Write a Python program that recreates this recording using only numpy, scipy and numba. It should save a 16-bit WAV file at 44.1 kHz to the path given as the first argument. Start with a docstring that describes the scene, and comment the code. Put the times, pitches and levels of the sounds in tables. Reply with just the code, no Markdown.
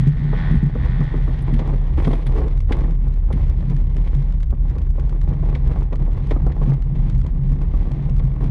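"""A propeller whines and rasps ahead, then a shaking, booming cockpit takes over: a glider starts its aerotow.
The place is a grass strip; a small camera's microphone sits under the closed canopy, the tow plane out ahead.
Harmonics of the blade beat and pulsed noise make the propeller; noise through resonances makes shake and boom.
Random impacts, coloured by spectra, make the shell's rattle and the grass; timed bursts make jolts, knocks,
clacks and dry ticks. The camera's stepped limiter adds faint ticks on the tall bass crests."""
import sys
import numpy as np
from scipy import signal
from scipy.fft import rfft, irfft
from scipy.io import wavfile
from scipy.ndimage import uniform_filter1d
from numba import njit

SR = 44100
rng = np.random.default_rng(int(sys.argv[2]) if len(sys.argv) > 2 else 0)


def file_out(sig):
    """Save sig as 16-bit WAV at sys.argv[1]."""
    # one column per channel
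    cols = np.atleast_2d(sig).T
    # limit, then scale
    lim = np.clip(cols, -1, 1)
    pcm = np.round(lim * 32767).astype(np.int16)
    wavfile.write(sys.argv[1], SR, pcm)


N = 374850
T = np.arange(N) / SR  # time of every sample [s]

# All levels are relative: they set each layer before its make-up gain and the camera.
# Tow plane ahead, strength of its rasp: (time [s], level [dB])
TOW_LEVEL = [(0.0, -48), (0.27, -47.5), (0.39, -37.5), (0.52, -41.5), (0.72, -49.5), (0.85, -40.5),
             (1.08, -43), (1.21, -49.5), (1.5, -49)]
# Propeller whine as the canopy passes it: (frequency [Hz], level [dB])
WHINE_SPECTRUM = [(1390, -15.5), (1490, -0.5), (1650, -11), (1815, 3), (1980, -1), (2140, -7.5),
                  (2700, -17)]
# Turbulent rasp of the blades: (frequency [Hz], density [dB per Hz])
RASP_SPECTRUM = [(250, -17.5), (800, 3.5), (1100, 0.5), (1550, -3), (1880, 3.5), (2150, -4.5), (2650, -15),
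                 (3400, -6.5), (6500, -36), (12000, -60.5)]
# Grass swish on even turf: (time [s], level [dB])
GRASS_LEVEL = [(0, -50.5), (1.3, -52.5), (1.8, -54.5), (3.6, -52.5), (4.6, -58.5), (8.4, -57)]
# Grass on wheel and belly: (frequency [Hz], density [dB per Hz])
SWISH_SPECTRUM = [(600, -18.5), (1400, -5), (2050, 4.5), (2750, -4), (3400, -3), (4500, -11), (6000, -16),
                  (7800, -25), (9400, -21.5), (12000, -37), (15500, -36)]
# Thin jingle of metal parts: (frequency [Hz], density [dB per Hz])
JINGLE_SPECTRUM = [(4000, -31), (7000, -16), (8200, -7), (9300, 1), (10500, -3), (11600, -10.5),
                   (15000, -16.5)]
# Loudest dry ticks: (time [s], level [dB])
TICK_EVENTS = [(0.073, -38), (0.658, -40), (1.04, -41), (2.481, -40), (2.574, -44), (2.604, -37),
               (2.9074, -42), (3.138, -44.5), (3.4806, -44), (3.698, -40), (3.765, -39.5), (3.9667, -38),
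               (4.15, -38), (4.2234, -45), (4.323, -43), (4.403, -43), (4.43, -37.5), (4.7833, -39.5),
               (4.8176, -44), (4.8689, -50.5), (4.996, -40), (5.0938, -40.5), (5.214, -39.5),
               (5.8278, -40.5), (5.9562, -38.5), (6.025, -46), (6.27, -42.5), (6.6952, -38), (6.7351, -38),
               (6.8217, -38.5), (7.0976, -37), (7.1472, -45), (7.214, -40), (7.2407, -45), (7.2656, -37),
               (7.617, -40), (7.772, -43), (7.9165, -38), (8.0958, -41), (8.164, -43.5), (8.2701, -45.5),
               (8.4418, -40)]
# Wheel box resonances: (frequency [Hz], width [Hz], level [dB])
GROAN_MODES = [(283, 200, -1), (441, 53, 1.5), (900, 540, -22)]
# Loose cockpit fittings clack: (time [s], body level [dB], treble against the body [dB])
CLACK_EVENTS = [(1.42, -50, 6), (1.537, -33, -13), (1.5908, -28, -27), (2.0455, -28.5, -30),
                (2.073, -37, -10), (2.13, -28.5, -24), (2.265, -31, -9), (2.72, -22, -22),
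                (3.325, -32.5, -11), (4.072, -39, -18), (5.549, -30, -25), (5.926, -36.5, -26),
                (6.307, -28.5, -23), (6.518, -37.5, -32), (8.193, -38, -29)]
# Body of a clack: (frequency [Hz], density [dB per Hz])
CLACK_SPECTRUM = [(400, -25.5), (1000, -16), (1500, 4.5), (2200, 7), (2750, -3), (3400, 2), (4500, -9),
                  (7000, -20.5), (14000, -45)]
# The wheel hits bumps: (time [s], level [dB])
KNOCK_EVENTS = [(0.33, -19.5), (0.753, -20), (1.01, -21.5), (1.141, -21.5), (1.275, -25.5), (1.592, -20.5),
                (2.073, -17), (2.109, -23), (2.131, -18), (2.709, -21), (3.304, -22.5), (3.631, -34),
                (4.069, -30.5), (4.526, -27), (4.764, -28), (4.98, -28.5), (5.305, -28), (5.43, -27),
                (5.761, -21.5), (5.929, -21), (6.076, -31), (6.311, -19.5), (6.362, -23), (6.466, -20),
                (6.616, -20), (6.995, -33.5), (7.738, -26), (8.199, -27)]
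# Knock through the wheel box: (frequency [Hz], density [dB per Hz])
KNOCK_SPECTRUM = [(120, -21.5), (230, 9), (320, 0), (520, -2.5), (680, -7.5), (860, -11.5), (1150, -11.5),
                  (1500, -25.5), (4000, -61)]
# Shell rattle on even turf along the strip: (time [s], level [dB])
RATTLE_LEVEL = [(0, -48.5), (0.6, -39), (1.4, -45), (1.8, -39.5), (3.4, -40.5), (4.6, -46.5), (5.0, -42),
                (6.5, -38.5), (7.1, -43), (8.1, -41)]
# Drumming on the shell: (frequency [Hz], density [dB per Hz])
SHELL_SPECTRUM = [(120, -24), (220, 2), (330, 3.5), (450, -2), (620, -7), (830, -9.5), (1100, -10),
                  (1350, -20.5), (2000, -22), (2800, -34), (6000, -72)]
# Narrow rings of the shell panels: (frequency [Hz], width [Hz], gain at the centre [linear])
PANEL_RINGS = [(324, 4.2, 0.41), (437, 11, 0.37), (491, 13, 0.53), (816.5, 24, 0.93)]
# The wheel ploughs through rough patches: (start [s], length [s], extra rattle [dB], extra swish [dB])
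ROUGH_PATCHES = [(1.257, 0.036, 10.5, 4.5), (1.473, 0.23, 4, -2), (1.967, 0.19, 8, 8.5),
                 (2.257, 0.079, 6, 3), (2.348, 0.21, 2, 3), (2.687, 0.19, 8.5, 3), (5.267, 0.062, 7, 6.5),
                 (5.393, 0.15, 5, 7.5), (5.634, 0.14, 4, 6.5), (6.104, 0.22, 0, 6.5),
                 (6.613, 0.12, 5.5, 6.5), (6.953, 0.14, -0.5, 3), (8.397, 0.075, 5.5, 6.5)]
# The glider skips and the wheel goes light: (start [s], length [s], drop of the ground noise [dB])
WHEEL_SKIPS = [(2.458, 0.2, 9.5), (2.847, 0.418, 8.5), (4.294, 0.32, 5.5), (4.793, 0.11, 7),
               (5.777, 0.2, 4.5), (6.754, 0.16, 2.5), (7.25, 0.17, 3)]
# Heavy jolts: (time [s], thud [dB], boom of the cockpit air [dB])
JOLT_EVENTS = [(0.069, -4.5, -16), (0.233, -19.5, -7), (0.51, -7.5, -21), (0.541, -7, -16.5),
               (0.628, -5, -6.5), (0.995, -12, -17.5), (1.153, -11.5, -18), (1.526, -9, -19),
               (2.069, -5.5, -15.5), (3.336, -12.5, -20), (4.155, -17, -11.5), (5.68, -21.5, -15),
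               (6.675, -10.5, -4), (7.238, -16, -15), (8.239, -18, -7.5)]
# Thud of a jolt: (frequency [Hz], density [dB per Hz])
JOLT_SPECTRUM = [(70, -28), (125, -3), (150, 7), (185, -7.5), (225, -3), (290, -14.5), (420, -18),
                 (1500, -76.5)]
# Air booming in the cockpit: (time [s], level [dB])
BOOM_LEVEL = [(0, -19), (0.7, -24.5), (0.95, -18.5), (1.45, -28.5), (3.85, -27), (4.5, -31), (5.6, -25),
              (7.6, -25), (8.4, -24)]
# Cockpit air resonances: (frequency [Hz], width [Hz], level [dB])
AIR_MODES = [(134, 24.7, 0), (160.2, 36, -13), (242, 37, -23.5)]
# The fuselage bounces on its tyre: (frequency [Hz], width [Hz], level [dB])
BOUNCE_MODES = [(38.25, 5.5, 0)]
# The fuselage flexes: (frequency [Hz], width [Hz], level [dB])
FLEX_MODES = [(52.8, 6.8, -1), (62.4, 18, -1), (82.3, 33, -9.5)]

# Tow plane: mean blade beat; the whine swells this many dB per dB of rasp
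BLADE_HZ, WHINE_DB, WHINE_FOLLOWS = 82.55, -15.5, .7
# Ground: small lumps surge the noise; patches and skips ease in and out
TURF_UNEVEN_DB, TURF_LUMPS_PER_S = 1.1, 7
PATCH_ATTACK_S, PATCH_RELEASE_S = .01, .083
UNLOAD_S, TOUCHDOWN_S = .13, .037
# Mean rate of the limiter's chances to step, and of the clicks within a dry tick
STEPS_PER_S = 1500
# Ticks: corners of a gentle and a second treble fall; make-up gain; the weaker tick that follows
TICK_HZ, TICK_TOP_HZ, TICK_DB = 700, 5000, 7
REBOUND_S, REBOUND_DB = .013, -9.5
# The wheel box groans under load just before the first skip
GROAN_S, GROAN_LENGTH_S, GROAN_DB = 2.34, .132, -29.5
# Jolts: the tyre rounds off the thud; the cockpit boom starts lower later in the run
TYRE_SOFT_HZ = 273
BOOM_HZ, BOOM_SAG_HZ_PER_S, BOOM_T60_S, BOOM_RISE_S = 145.5, 1.5, .26, .024
# Shake builds as the glider gathers speed, then holds but for one short lull
SHAKE_DB, SHAKE_START_DB, SHAKE_BUILD_S = -16.5, -3.5, .79
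LULL_S, LULL_WIDTH_S, LULL_DB = 8, .05, -8
BOOM_FOLLOWS = .42  # dB of steady boom per dB of change in the ground's rattle
TOP_HZ = 15800  # upper edge of the camera's sound


def undb(db):
    """Decibels to gain."""
    return 10 ** (np.asarray(db) / 20)


def unit(x):
    """Scale to rms 1."""
    return x / np.sqrt(np.mean(x ** 2))


def curve(rows):
    """Rows of (time [s], level [dB]) as a gain for every sample."""
    return undb(np.interp(T, *np.transpose(rows)))


def stretch(start, length, attack_s, release_s):
    """Rises from 0 to 1, holds until its length is over, then falls back."""
    rise = np.clip((T - start) / attack_s, 0, 1)
    fall = np.clip(1 - (T - start - length) / release_s, 0, 1)
    return rise * fall


def walk(rate):
    """Random levels, rate of them a second, joined by straight lines; spread near 1."""
    steps = rng.standard_normal(4096)
    return np.sqrt(3 / 2) * np.interp(T * rate, np.arange(len(steps)), steps)


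def colour(x, points):
    """Causal minimum-phase filter with the given spectrum and unit energy."""
    hz, db = np.transpose(points)
    size = 4096
    bins_hz = np.arange(size // 2 + 1) * SR / size + 1  # 1 Hz up keeps the logarithm finite
    log_gain = np.log(undb(np.interp(np.log(bins_hz), np.log(hz), db)))
    # folding the cepstrum onto positive times makes the filter causal
    cepstrum = irfft(log_gain)[:size // 2]
    cepstrum[0] = 0
    response = irfft(np.exp(rfft(2 * cepstrum, size)))
    return signal.fftconvolve(x, response / np.linalg.norm(response))[:len(x)]


def resonate(modes, evenness):
    """Noise drives broad resonances; dividing by a power of the swing's envelope evens out its size."""
    hz = np.arange(N // 2 + 1) * SR / N + 1
    gain = sum(undb(db) / (1 + ((hz ** 2 - f ** 2) / (hz * width)) ** 2) for f, width, db in modes)
    swing = irfft(rfft(rng.standard_normal(N)) * gain, N)
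    window = int(SR / modes[0][1])
    power = uniform_filter1d(np.abs(signal.hilbert(swing)) ** 2, window)
    return unit(swing / power ** (evenness / 2))


def grains(rate, spread_db):
    """Random tiny impacts, a few much larger than the rest."""
    hit = rng.random(N) < rate / SR
    size = undb(spread_db * np.minimum(rng.exponential(size=N), 4))
    return unit(hit * size * rng.standard_normal(N))


def blows(times, levels_db, t60, chatter, rise):
    """Each blow is a short push; shaken parts start to chatter over about rise seconds and die away."""
    out = np.zeros(N + SR)
    t = np.arange(SR // 5) / SR
    decay = np.exp(-np.log(1000) * t / t60)
    onset = 1 - np.exp(-t / rise)
    for s, db in zip(times, levels_db):
        burst = rng.standard_normal(len(t)) * decay * onset * chatter
        burst[0] += 1  # the push itself
        start = int(s * SR)
        out[start:start + len(t)] += undb(db) * burst / np.linalg.norm(burst)
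    return out[:N]


def panels(x):
    """Shell panels ring on at their own pitches."""
    rings = [gain * signal.lfilter(*signal.iirpeak(hz, hz / width, SR), x) for hz, width, gain in PANEL_RINGS]
    return x + sum(rings)


def ground():
    """Rough patches change rattle and swish, skips lower both; returns the changes in dB."""
    lumps_db = TURF_UNEVEN_DB * walk(TURF_LUMPS_PER_S)
    light_db = sum(drop_db * stretch(start, length, UNLOAD_S, TOUCHDOWN_S)
                   for start, length, drop_db in WHEEL_SKIPS)
    rattle_db = swish_db = lumps_db - light_db
    for start, length, extra_rattle_db, extra_swish_db in ROUGH_PATCHES:
        inside = stretch(start, length, PATCH_ATTACK_S, PATCH_RELEASE_S)
        rattle_db = rattle_db + extra_rattle_db * inside
        swish_db = swish_db + extra_swish_db * inside
    return rattle_db, swish_db


def tow_plane():
    """The blade beat sings as a comb of high harmonics; each beat adds a puff of turbulence."""
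    turns = np.cumsum(BLADE_HZ * (1 + .0007 * walk(9))) / SR  # counted in blade beats
    beat = sum(np.cos(2 * np.pi * k * turns) for k in range(13, 33))
    puffs = rng.standard_normal(N) * (np.exp(-(turns % 1) / .57) + 1.1)
    level = curve(TOW_LEVEL)
    whine = unit(colour(beat, WHINE_SPECTRUM)) * level ** WHINE_FOLLOWS * undb(WHINE_DB)
    rasp = unit(colour(puffs, RASP_SPECTRUM)) * level * undb(-.5)
    # both fade under the ground noise, the whine first: slopes in dB per second
    rasp_fade = undb(-20 * np.maximum(T - TOW_LEVEL[-1][0], 0))
    whine_fade = undb(-45 * np.maximum(T - 1.12, 0))
    return rasp * rasp_fade + whine * whine_fade


def grass(jolt, ground_db):
    """Blades brush the wheel and belly as dense impacts; the strongest brushing brings out a metal jingle."""
    strength = curve(GRASS_LEVEL) * undb(ground_db)
    blades = grains(rate=5000, spread_db=3.2)
    contacts = grains(rate=4000, spread_db=1.5)
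    brush = unit(colour(blades, SWISH_SPECTRUM) * jolt)
    jingle = colour(contacts, JINGLE_SPECTRUM) * strength / strength.max()
    return (brush + jingle * undb(-17)) * strength * undb(-3.5)


def ticks():
    """Dry ticks, each a few milliseconds of unevenly spaced clicks, with a shorter one after it."""
    s, db = np.transpose(TICK_EVENTS)
    clicks = np.zeros(N)
    for lag, drop_db, count in ((0, 0, 5), (REBOUND_S, REBOUND_DB, 2)):
        gaps = rng.uniform(.4, 1.6, (len(s), count)) / STEPS_PER_S
        for delay in np.cumsum(gaps, axis=1).T:
            clicks[((s + lag + delay) * SR).astype(int)] += undb(db + drop_db)
    soft = signal.sosfilt(signal.butter(1, TICK_TOP_HZ, fs=SR, output="sos"), clicks)
    return signal.lfilter([1], [1, -np.exp(-2 * np.pi * TICK_HZ / SR)], soft) * undb(TICK_DB)


def groan():
    """The loaded wheel box resonates in a short, juddering groan that ends as the wheel goes light."""
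    judder = undb(3 * walk(45))
    span = stretch(GROAN_S, GROAN_LENGTH_S, attack_s=.024, release_s=.017)
    return resonate(GROAN_MODES, evenness=.83) * judder * span * undb(GROAN_DB)


def clacks():
    """Fittings strike the shell; their metal parts add a thin jingle."""
    s, db, treble_db = np.transpose(CLACK_EVENTS)
    strikes = blows(s, db, t60=.045, chatter=1, rise=.0025)
    shivers = blows(s, db + treble_db, t60=.042, chatter=.81, rise=.003)
    body = colour(strikes, CLACK_SPECTRUM) * undb(17)
    metal = colour(shivers, JINGLE_SPECTRUM) * undb(14)
    return body + metal


def knocks():
    """Bumps thud through the wheel box and set the panels ringing."""
    s, db = np.transpose(KNOCK_EVENTS)
    pushes = blows(s, db, t60=.075, chatter=.15, rise=.0015)
    return panels(colour(pushes, KNOCK_SPECTRUM)) * undb(22.5)


def rattle(jolt, ground_db):
    """Tufts and clods drum on the shell, in flurries that start sharply at each small bump."""
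    bumps = np.abs(grains(rate=28, spread_db=1))
    flurries = unit(signal.lfilter([1], [1, -np.exp(-1 / (.014 * SR))], bumps))  # 14 ms decay
    density = jolt * (1 + .6 * np.minimum(flurries, 2))
    drumming = panels(colour(grains(rate=1800, spread_db=1.5), SHELL_SPECTRUM) * density)
    return unit(drumming) * curve(RATTLE_LEVEL) * undb(ground_db)


def jolts():
    """Heavy jolts thud through the soft tyre and leave the cockpit air ringing as a decaying sine."""
    s, thud_db, boom_db = np.transpose(JOLT_EVENTS)
    pushes = blows(s, thud_db, t60=.13, chatter=.079, rise=.0051)
    thud = colour(pushes, JOLT_SPECTRUM) * undb(24)
    t = np.arange(SR // 2) / SR
    swell = (1 - np.exp(-t / BOOM_RISE_S)) * np.exp(-np.log(1000) * t / BOOM_T60_S)
    swell = swell / swell.max()
    boom = np.zeros(N + SR)
    for when, db in zip(s, boom_db):
        start = int(when * SR)
        hz = BOOM_HZ - BOOM_SAG_HZ_PER_S * when
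        boom[start:start + len(t)] += undb(db) * swell * np.sin(2 * np.pi * hz * t)
    tyre = signal.butter(2, TYRE_SOFT_HZ, fs=SR, output="sos")
    return signal.sosfilt(tyre, thud) + boom[:N] * undb(-5)


def cockpit_boom(ground_db):
    """The enclosed air resonates in a wavering boom that partly follows the ground."""
    air = resonate(AIR_MODES, evenness=.4) * undb(2.5 * walk(11))
    return air * curve(BOOM_LEVEL) * undb(BOOM_FOLLOWS * ground_db)


def shake():
    """Strength of the fuselage's shaking: it builds up, holds, and eases once."""
    build_db = SHAKE_START_DB * np.maximum(1 - T / SHAKE_BUILD_S, 0)
    lull = np.exp(-((T - LULL_S) / LULL_WIDTH_S) ** 2)
    return undb(SHAKE_DB + build_db + LULL_DB * lull)


def fuselage():
    """Rough ground makes the fuselage bounce on its tyre and flex, as low resonances driven by noise."""
    bounce = resonate(BOUNCE_MODES, evenness=.88)
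    flex = resonate(FLEX_MODES, evenness=.15) * undb(3 * walk(7))
    return unit(bounce + undb(-5.5) * flex) * shake()


@njit
def step_gain(size, top, may_step, step, recovery):
    """The gain drops by steps while the sound is too tall; it always creeps back up towards 1."""
    out, gain = np.empty(len(size)), 1.
    for i in range(len(size)):
        if may_step[i] and size[i] * gain > top:
            gain *= step
        gain = min(gain * recovery, 1.)
        out[i] = gain
    return out


def limiter(x, top_db, step_db, recovery_db_per_s):
    """The gain drops in a quick, uneven run of steps on tall crests, heard as faint ticks."""
    may_step = rng.random(N) < STEPS_PER_S / SR
    gain = step_gain(np.abs(x), undb(top_db), may_step, undb(-step_db), undb(recovery_db_per_s / SR))
    return x * gain


def scene():
    """Everything reaches one microphone under the canopy."""
    jolt = undb(1.5 * walk(28) + 1.5 * walk(110))  # fast unevenness shared by grass and rattle
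    rattle_db, swish_db = ground()
    background = tow_plane() + grass(jolt, swish_db)
    details = ticks() + groan() + clacks() + knocks()
    rolling = rattle(jolt, rattle_db) + jolts() + cockpit_boom(rattle_db) + fuselage()
    return (background + details + rolling)[None]


def record(dry):
    """The camera limits the bass crests, softens the highest treble and cuts the top."""
    held = limiter(dry[0] * undb(.8), top_db=-9, step_db=.25, recovery_db_per_s=13)
    soft = signal.sosfilt(signal.butter(2, 10500, fs=SR, output="sos"), held)
    return signal.sosfilt(signal.ellip(8, .2, 70, TOP_HZ, fs=SR, output="sos"), soft)[None]


dry = scene()
out = record(dry)
file_out(out)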